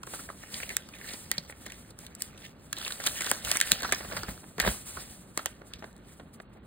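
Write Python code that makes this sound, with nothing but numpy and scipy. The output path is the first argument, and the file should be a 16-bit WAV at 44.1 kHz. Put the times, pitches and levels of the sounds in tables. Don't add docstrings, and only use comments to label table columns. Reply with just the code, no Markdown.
import sys
import numpy as np
from scipy import signal
from scipy.fft import rfft, irfft, dct, next_fast_len
from scipy.io import wavfile
from scipy.ndimage import uniform_filter1d, minimum_filter1d, map_coordinates

SR = 44100
rng = np.random.default_rng(int(sys.argv[2]) if len(sys.argv) > 2 else 0)


def gain_from_db(level_db):
    decades = np.asarray(level_db, float) / 20
    return 10 ** decades


def dump_mix(stems):
    frames = np.atleast_2d(stems).T
    limited = np.clip(frames, -1, 1)
    pcm = np.round(limited * 32767).astype(np.int16)
    wavfile.write(sys.argv[1], SR, pcm)


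N = 293706

# frequency in Hz, density in dB per Hz.
ROOM_TONE_SPECTRUM = [(15, -39), (25, -18), (54, 3), (113, -0.5), (201, 2), (609, -16), (794, -26.5),
                      (1180, -15.5), (2350, -25), (2630, -25.5), (4380, -32), (5000, -52.5), (6500, -78.5),
                      (11000, -120)]
# frequency in Hz, density in dB per Hz.
SLIDE_SPECTRUM = [(2000, -8.5), (4000, -7), (6000, -7), (9000, 0), (12000, -6.5), (16000, -10.5)]
# frequency in Hz, density in dB per Hz.
CRACKLE_SPECTRUM = [(500, -30), (1000, -50.5), (1800, 5), (2500, 0), (3800, -1.5), (5500, 0), (9000, -9)]
# frequency in Hz, density in dB per Hz.
FLEX_SPECTRUM = [(150, -28), (300, -22), (550, -11.5), (900, -15.5), (1800, -42.5)]
# frequency in Hz, density in dB per Hz.
PUFF_SPECTRUM = [(25, -75), (50, 14), (100, 5.5), (200, 4), (400, -15.5)]
# frequency in Hz, time to fall 60 dB in seconds.
REVERB_TIME = [(200, 0.12), (1500, 0.25), (4000, 0.13), (12000, 0.0057)]
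# frequency in Hz, likeness from 0 to 1.
PORT_COHERENCE = [(40, .96), (300, .93), (600, .8), (1000, .55), (1700, .75), (2600, .45), (4000, .8),
                  (6000, .96), (16000, .97)]
# frequency in Hz, lead of the left in radians.
PORT_PHASE = [(0, 0), (400, -.3), (900, -1.2), (1720, .3), (2580, 2.1), (3960, .9), (4800, 2.2),
              (5600, 3.14), (8500, 6.28), (11150, 9.0), (12550, 9.9), (14400, 12.35), (17000, 12.7)]
# frequency in Hz, left minus right in dB.
PORT_TILT = [(60, -.5), (400, 0), (700, 0), (1300, -4), (2400, -2.5), (4400, -1), (8000, 0)]

# top speed in seconds, level in dB, rise in s, fall in s.
STROKE_EVENTS = [(.15, -37.5, 0.14, 0.22), (.4, -51, 0.36, 0.52), (.59, -39.5, 0.25, 0.32),
                 (.95, -55, 0.17, .15), (1.13, -41.5, 0.26, 0.36), (1.51, -48, 0.051, 0.024),
                 (1.62, -52, 0.17, 0.12), (1.8, -53.5, 0.45, 0.26), (2.01, -48.5, 0.044, 0.12),
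                 (2.22, -38.5, 0.044, 0.092), (2.45, -51.5, 0.15, 0.083), (2.66, -58.5, 0.13, 0.086),
                 (2.87, -38.5, 0.19, 0.26), (3.08, -35, 0.17, 0.45), (3.3, -35, 0.28, 0.21),
                 (3.5, -33, 0.14, 0.35), (3.7, -35, 0.15, 0.16), (3.99, -42.5, 0.14, 0.45),
                 (4.3, -48, 0.18, 0.54), (4.7, -35, 0.1, 0.28), (4.9, -40, 0.12, 0.44),
                 (5.12, -48, 0.1, 0.25), (5.43, -49, 0.21, 0.22), (5.68, -53, 0.062, 0.06),
                 (5.85, -60, 0.057, 0.27), (6.1, -55, 0.095, 0.28), (6.34, -49.5, 0.021, 0.038),
                 (6.42, -56, 0.018, 0.022), (6.535, -64.5, 0.014, 0.031), (6.655, -64, 0.037, .05)]
# time in seconds, peak in dB, treble in dB re peak, panel resonance in Hz.
CRACK_EVENTS = [(.032, -30.5, -8, 1310), (0.5412, -24.5, -15.5, 3830), (0.6923, -26.5, -4, 2240),
                (0.7671, -19, 8.5, 2220), (1.315, -15.5, 3.5, 1900), (1.6995, -39, -3, 2100),
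                (1.7203, -35.5, -1.5, 2610), (2.0652, -33, -4, 3380), (2.1502, -52, 20, 4670),
                (2.2208, -33, 17.5, 1866), (2.376, -44.5, -0.5, 3180), (2.7287, -22, -0.5, 1660),
                (2.7849, -36, 5.5, 3650), (2.8789, -24, -3, 3700), (2.9217, -24.5, -4, 3830),
                (3.0721, -13.5, -1.5, 3390), (3.2191, -23.5, 1, 2025), (3.244, -33, 9, 1740),
                (3.3144, -17, 7, 1830), (3.515, -14, 3.5, 3220), (3.57, -20.5, 4.5, 2260),
                (3.602, -19.5, 1.5, 1830), (3.6124, -11, 2.5, 1880), (3.7181, -7, 5.5, 3980),
                (3.9465, -23.5, -8, 5160), (4.6, -14.5, 2.5, 2110), (4.686, -27, -15, 1410),
                (5.3752, -20.5, 4, 2010), (5.4585, -21, 5, 1720), (5.7357, -30, -8, 3260)]
# time in seconds, peak in dB, treble in dB re peak, panel resonance in Hz.
RIP_EVENTS = [(0.0683, -47.5, 9, 1200), (0.1355, -33, -26, 1360), (0.1911, -38, -22, 1330),
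              (0.8876, -41, -3, 1430), (.985, -48.5, 5.5, 4000), (1.1344, -31, -1, 4400),
              (1.4281, -52.5, 3, 1340), (1.662, -33.5, -2, 2090), (1.904, -47, 2, 4050),
              (1.988, -44.5, 8.5, 1510), (2.206, -41.5, 1, 2070), (2.773, -33.5, -21, 3700),
              (3.0036, -33, -9, 1860), (3.038, -31, 0, 4020), (3.064, -20.5, 2, 1720),
              (3.143, -45, 7, 4180), (3.207, -24.5, 1, 2070), (3.262, -25.5, -3, 1760),
              (3.299, -43.5, 19, 4180), (3.4487, -31, 7, 3260), (3.554, -26, -10, 1980),
              (3.559, -29, 0, 1770), (3.802, -35, -1, 4260), (3.8308, -26.5, -8, 1690),
              (3.9227, -14, -0.5, 2020), (4.1662, -24, -7.5, 1500), (4.583, -47, 2, 1310),
              (4.615, -35, 9.5, 1890), (5.4638, -35, -5, 3000)]
# time in seconds, peak in dB, thud in dB re peak, length in ms.
BUCK_EVENTS = [(0.071, -48, 11, 3.9), (.135, -40, 1, 3.35), (0.2884, -39.5, -3, 8.8),
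               (1.4966, -36.5, -6, 3.8), (3.315, -25.5, 1.5, 4.1), (3.822, -41, 6, 4.8),
               (4.0045, -36, -2, 7), (4.0459, -47, 8, 7.4), (4.1202, -27, -5.5, 11), (4.283, -31, -6.5, 7),
               (4.4329, -56.5, 12, 9.2), (4.593, -28, -9, 1.6), (4.6369, -27.5, -5.5, 4),
               (4.648, -24.5, -4, 4.6), (4.6618, -24.5, -3.5, 4.7), (4.6731, -22.5, -1, 4.9),
               (5.375, -34, 3, 2), (5.6169, -55, 9, 2.1), (5.824, -47.5, 9, 5), (5.8411, -43, 6.5, 3.9),
               (6.196, -59, 15, 8.3), (6.571, -55.5, 1.5, 5), (4.5815, -34.5, 2, 4.9)]
# hardest bend in seconds, level in dB, rise in s, fall in s.
BEND_EVENTS = [(.13, -54, 0.11, 0.28), (.62, -43, 0.39, 0.43), (1.12, -39.5, 0.31, .1),
               (1.33, -42.5, 0.16, 0.24), (1.7, -49.5, 0.32, 0.31), (2.01, -55.5, 0.1, 0.91),
               (2.29, -54, 0.075, 0.29), (2.44, -49.5, 0.16, 0.16), (2.84, -33, 0.13, 0.19),
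               (3.08, -28.5, 0.09, 0.042), (3.3, -34.5, 0.57, 0.22), (3.51, -29, 0.1, 0.24),
               (3.78, -35.5, 0.95, 0.56), (3.94, -37, 0.24, 0.085), (4.18, -37, 0.14, 0.24),
               (4.675, -30, 0.096, 0.067), (4.605, -29, 0.026, 0.088), (4.98, -46, 0.14, 0.3),
               (5.39, -37, 0.044, 0.037), (5.46, -48.5, 0.096, 0.21), (5.75, -54, 0.11, 0.25),
               (6.1, -63, 0.44, 0.2), (6.5, -78, 0.2, 0.64)]
# time in seconds, peak in dB, panel resonance in Hz, length in ms.
POP_EVENTS = [(0.3007, -31.5, 1220, 3.2), (0.435, -33.5, 1820, 5.3), (.5544, -42.5, 2260, 8),
              (0.6015, -30.5, 1940, 3.4), (0.63, -27.5, 2330, 4.5), (0.7031, -27.5, 2000, 8.9),
              (0.936, -37, 2450, 5.2), (1.013, -34.5, 1800, 1.8), (1.3235, -46, 2560, 3.9),
              (1.3338, -46, 1830, 12), (1.3808, -14.5, 4420, 2.1), (1.5234, -37, 1990, 5.6),
              (2.8145, -31, 3700, 2.1), (2.8494, -23.5, 3800, 1.3), (2.8622, -28, 2450, 7.6),
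              (3.845, -23, 1315, 8.6), (3.8904, -28.5, 1570, 5.5), (4.1762, -35, 1570, 10),
              (4.2319, -27.5, 1400, 8), (4.969, -30.5, 1290, 6.4), (5.3923, -28.5, 1370, 3.7),
              (4.6245, -27, 1500, 4), (4.744, -37, 1080, 5.8), (0.2882, -36.5, 1480, 3.6),
              (4.6004, -16, 1970, 4.7)]
# time in seconds, peak in dB, panel resonance in Hz, length in ms.
CRINKLE_EVENTS = [(0.556, -40, 3600, 3), (1.325, -37, 4400, 2.4), (1.658, -42, 3200, 3.2),
                  (2.766, -34, 3600, 6.9), (2.786, -35, 3520, 3.5), (2.797, -37, 3700, 5),
                  (2.827, -36, 1700, 2.3), (2.875, -33, 1300, 2.8), (2.906, -29, 1510, 3.7),
                  (3.004, -35, 4700, 1.7), (3.083, -32, 4200, 3), (3.094, -34, 3700, 3),
                  (3.308, -32, 1910, 4), (3.471, -34, 1710, 4.9), (3.497, -35, 3300, 2.7),
                  (3.504, -31, 1700, 3.3), (3.554, -26.5, 3200, 2.2), (3.561, -30, 3400, 2.4),
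                  (3.623, -27, 3000, 5.3), (3.673, -29.5, 2500, 2.2), (3.698, -36, 3500, 3),
                  (3.713, -25, 1830, 4.3), (3.727, -25, 3660, 4.1), (3.806, -32, 3920, 3),
                  (3.831, -24, 3900, 2.8), (3.914, -32, 3100, 3), (3.892, -35, 4400, 3),
                  (4.087, -45, 1500, 2.7), (4.112, -33, 1410, 3.8), (4.127, -34, 4560, 2),
                  (4.155, -42, 1600, 2.6), (4.232, -29.5, 4260, 2.2), (4.376, -44, 1510, 3),
                  (4.608, -26, 2520, 2.2), (4.617, -34, 4000, 3), (4.625, -33, 3800, 2.6),
                  (4.65, -30, 3500, 3), (4.665, -29, 3800, 3), (4.675, -24, 3820, 5.5),
                  (4.688, -25, 2880, 2.6)]
# time in seconds, thud in dB, length in ms.
KNOCK_EVENTS = [(3.516, -30.5, 2.9), (4.1, -41, 3.8), (3, -32, 2.3), (5.459, -31, 2.4), (6.4, -39, 3.2),
                (4.6, -36, 2.5), (1, -50, 4.2), (5.617, -45, 2.5), (6.197, -48, 4)]
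# time in seconds, peak in dB, pitch in Hz, cycles to fade.
FLAP_EVENTS = [(1.139, -38.5, 250, 1.2), (1.383, -36, 169, 1.1), (3.316, -34, 247, 1.2),
               (3.722, -30.5, 204, 1.5), (4.288, -33.5, 189, 1.3), (4.583, -33.5, 188, 1.5),
               (4.625, -35.5, 65, 1.2), (4.677, -27, 216, 2.1), (4.688, -31, 70, 1.3)]
# time in seconds, peak in dB.
TICK_EVENTS = [(2.8479, -49), (3.8212, -36), (4.568, -64), (4.581, -42), (5.9287, -59), (5.965, -56),
               (5.9794, -62)]
# top speed in seconds, level in dB, rise in s, fall in s.
SWING_EVENTS = [(3.05, -51, 0.18, 0.57), (3.33, -45, 0.11, 0.1), (3.47, -38, .06, .15),
                (3.73, -36, 0.029, 0.04), (3.87, -38, 0.15, 0.24), (4.16, -38.5, 0.29, 0.18),
                (4.29, -36, 0.029, 0.11), (4.69, -28.5, 0.12, 0.08), (4.97, -41, 0.029, 0.076)]


def unit(x):
    return x / np.sqrt(np.mean(x ** 2) + 1e-20)


def along(points, hz):
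    f, v = np.transpose(points)
    return np.interp(np.log(hz + 1), np.log(f + 1), v, left=v[0])


def filtered(x, response):
    m = next_fast_len(x.shape[-1] + min(x.shape[-1], 4096))
    spectrum = rfft(x, m) * response(np.fft.rfftfreq(m, 1 / SR))
    return irfft(spectrum, m)[..., :x.shape[-1]]


def resonance(f, hz, width_hz):
    return 1j * f * width_hz / (hz * hz - f * f + 1j * f * width_hz)


def wobble(rate):
    knots = rng.standard_normal(int(N * 400 / SR) + 4)
    return map_coordinates(knots, [np.arange(N) * rate / SR])


def grains(spectrum, clump_db, spike_db):
    size = gain_from_db(clump_db * wobble(45) + spike_db * wobble(380))
    slips = size * rng.standard_normal((2, N))
    return unit(filtered(slips, lambda hz: gain_from_db(along(spectrum, hz))))


def curves(rows):
    s, db, rise_s, fall_s = np.transpose(rows)[:, :, None]
    t = np.arange(0, N + 64, 64) / SR
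    away = np.where(t < s, (s - t) / np.abs(rise_s), (t - s) / np.abs(fall_s))
    power = np.sum(gain_from_db(2 * (db - 27.5 * away ** 1.28)), axis=0)
    return np.interp(np.arange(N) / SR, t, 10 * np.log10(power + 1e-12))


def room_tone():
    return gain_from_db(-55 + 2.5) * grains(ROOM_TONE_SPECTRUM, clump_db=1.0, spike_db=1.5)


def crinkles(count, spread_db):
    when, pitch, size, *phase = rng.random((5, count, 1))
    hz, t = 1300 * 3.6 ** pitch, np.arange(200) / SR
    decay = gain_from_db(-spread_db * np.log(size + .05)) * np.exp(-t * hz / 2.5)
    index = ((when * N).astype(int) + np.arange(len(t))).ravel()
    streams = []
    for p in phase:
        wavelets = decay * np.sin(2 * np.pi * (hz * t + p))
        streams.append(np.bincount(index, wavelets.ravel(), N + len(t))[:N])
    return unit(np.array(streams))


def patchy(x, depth_db):
    z = signal.stft(x, nperseg=256)[2]
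    field = uniform_filter1d(rng.standard_normal(z.shape[1:]), size=5, axis=0)
    field = uniform_filter1d(field, size=24, axis=1)
    return unit(signal.istft(z * gain_from_db(depth_db * unit(field)), nperseg=256)[1][:, :N])


def hands():
    slide_db, bend_db = curves(STROKE_EVENTS), curves(BEND_EVENTS)
    slide = gain_from_db(slide_db - 2.1) * grains(SLIDE_SPECTRUM, clump_db=2.4, spike_db=0.6)
    fibres = grains(CRACKLE_SPECTRUM, clump_db=3, spike_db=3)
    crackle = patchy(fibres + gain_from_db(-3.5) * crinkles(count=3000, spread_db=4), depth_db=3)
    flexing = gain_from_db(-60.5) + gain_from_db(bend_db - 20) + gain_from_db(curves(SWING_EVENTS) - 13)
    flex = grains(FLEX_SPECTRUM, clump_db=1.5, spike_db=1)
    return slide + gain_from_db(bend_db - 4.0) * crackle + gain_from_db(-3.0) * flexing * flex


def creases():
    rows = []
    for s, db, treble_db, hz in CRACK_EVENTS:
        ms = 2.9 * np.exp(-.03 * (db + max(treble_db, 0) + 25.5))
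        rows.append((s, db, -28, treble_db, hz, ms))
    for s, db, treble_db, hz in RIP_EVENTS:
        rows.append((s, db, -13.5, treble_db, hz, 7.6))
    for s, db, hz, ms in POP_EVENTS:
        thud_db = -14.5 - 6.5 * np.log2(hz / 2000)
        rows.append((s, db, thud_db, -25, hz, ms))
    for s, db, thud_db, ms in BUCK_EVENTS:
        rows.append((s, db, thud_db, -30, 1860, ms))
    for s, db in TICK_EVENTS:
        rows.append((s, db, -28, 7.5, 4000, 2.1))
    return rows


def small_creases():
    rows = [(s, db, -21.5, -9, hz, ms) for s, db, hz, ms in CRINKLE_EVENTS]
    return rows + [(s, db, -2.5, -30, 1860, ms) for s, db, ms in KNOCK_EVENTS]


def snaps(rows):
    out, t = np.zeros((2, N + SR)), np.arange(2048) / SR
    chance = rng.standard_normal((len(rows), 4, 2, len(t)))

    def at_peak_1(x):
        return x / np.sqrt(2 * uniform_filter1d(np.mean(x ** 2, axis=0), size=60).max())

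    for (s, db, thud_db, treble_db, hz, ms), (a, b, c, rag) in zip(rows, chance):
        life = np.clip(ms, .5, 14) / 1000
        ragged = gain_from_db(5.0 * unit(uniform_filter1d(rag[0], size=30)))

        def burst(stretch):
            attack = (1 - np.exp(-t / (0.2 * life * stretch))) ** 2
            return ragged * attack * np.exp(-t / (0.72 * life * stretch))

        def panel_response(f):
            sharp = np.clip(.55 + treble_db / 40, .1, .6)
            return resonance(f, hz, .4 * hz) ** 2 + sharp * resonance(f, 2800, 4200) ** 2

        panel = filtered(a * burst(.95), panel_response)
        crack = filtered(b * burst(.6), lambda f: resonance(f, 8000, 8000) ** 2)
        thud = filtered(c * burst(1.27), lambda f: resonance(f, 510, 1150) ** 2)
        mix = gain_from_db(-0.8) * at_peak_1(panel) + gain_from_db(treble_db - 0.75) * at_peak_1(crack)
        mix = mix + gain_from_db(thud_db + 5.0) * at_peak_1(thud)
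        out[:, round((s - .15 * life) * SR):][:, :len(t)] += gain_from_db(db) * mix
    return out[:, :N]


def room(x):
    out, step = np.zeros((2, N + SR)), SR // 4
    for start in range(0, N, step):
        hz, t, z = signal.stft(rng.standard_normal((2, SR // 3)), SR, nperseg=256)
        decay = gain_from_db(-60 * t / along(REVERB_TIME, hz)[:, None])
        tail = signal.istft(z * decay, SR, nperseg=256)[1]
        wet = signal.fftconvolve(x[None, start:start + step], tail / np.linalg.norm(tail[0]), axes=1)
        out[:, start + 120:][:, :wet.shape[1]] += wet
    return out[:, :N]


def flaps():
    out, t = np.zeros((2, N + SR)), np.arange(SR // 8) / SR
    for s, db, hz, cycles in FLAP_EVENTS:
        u = 2 * t * hz / np.clip(cycles, .3, 5)
        push = np.e * u * np.exp(-u) * np.sin(2 * np.pi * hz * t)
        out[0, round(s * SR):][:len(t)] += gain_from_db(db) * push
    return out[:, :N]


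def fan():
    return gain_from_db(curves(SWING_EVENTS) - 3.8) * grains(PUFF_SPECTRUM, clump_db=2.5, spike_db=1.5)


def scene():
    folds = snaps(creases())
    echo = gain_from_db(-17) * room(folds[0])
    return room_tone() + hands() + folds + echo + snaps(small_creases()) + flaps() + fan()


def gated_treble(x, under_db, attack_db, quiet_db):
    pad, bump = 2048 - 147, np.kaiser(1025, 4 * np.pi)
    rise = np.sqrt(np.cumsum(bump[:-1]) / bump.sum())
    window, starts = np.concatenate([rise, rise[::-1]]), np.arange(0, N + pad, 1024)
    pair = np.pad([x[0] + x[1], x[0] - x[1]], ((0, 0), (pad, 2048)))
    a, b, c, d = np.split(pair[:, starts[:, None] + np.arange(2048)] * window, 4, axis=2)
    folded = np.concatenate([-c[..., ::-1] - d, a - b[..., ::-1]], axis=2)
    z = dct(folded, type=4, norm="ortho")
    edges = np.array([0, 196, 216, 240, 264, 292, *range(320, 737, 32)])
    band = np.digitize(np.arange(1024), edges) - 1
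    power = np.add.reduceat(z ** 2, edges, axis=2) / np.bincount(band)
    budget_db = 3.5 * rng.standard_normal((len(starts), 1)) + 3 * rng.standard_normal(power.shape)
    limit = np.maximum(power[::-1] * gain_from_db(-2 * under_db), gain_from_db(2 * quiet_db)) * gain_from_db(budget_db)
    weak = (power < limit)[..., band] & (band > 0) | (band == band.max())
    quick = uniform_filter1d(np.diff(x[0], prepend=0) ** 2, size=128)
    crest = -minimum_filter1d(-quick, size=1200) / (uniform_filter1d(quick, size=2048) + 1e-14)
    calm = crest[np.clip(starts + 1024 - pad, 0, N - 1)] < gain_from_db(2 * attack_db)
    u, v = np.split(dct(z * ~(weak & calm[:, None]), type=4, norm="ortho"), 2, axis=2)
    frames = np.concatenate([v, -v[..., ::-1], -u[..., ::-1], -u], axis=2) * window
    overlapped = (frames[:, 1:, :1024] + frames[:, :-1, 1024:]).reshape(2, -1)
    total, difference = overlapped[:, pad - 1024:][:, :N]
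    return np.array([total + difference, total - difference]) / 2


def roll_off(x):
    return signal.sosfilt(signal.butter(12, 16980, fs=SR, output="sos"), x)


def record(dry):
    def shares(hz):
        angle = np.arccos(np.clip(along(PORT_COHERENCE, hz), 0, 1)) / 2
        return np.array([np.cos(angle), np.sin(angle)])

    def port(hz):
        sign = np.array([[.5], [-.5]])
        phase = np.interp(hz, *np.transpose(PORT_PHASE))
        return gain_from_db(sign * along(PORT_TILT, hz)) * np.exp(1j * sign * phase)

    common, private = filtered(dry, shares)
    heard = filtered(np.array([common + private, common - private]), port)
    heard = heard / (1 + abs(heard / .7) ** 4) ** .25
    heard = filtered(heard, lambda hz: gain_from_db(-np.clip(hz - 15700, 0, None) / 40) * (hz < 16800))
    finished = gated_treble(heard, under_db=7.5, attack_db=9, quiet_db=-72)
    return roll_off(finished)


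dry = scene()
out = record(dry)
dump_mix(out)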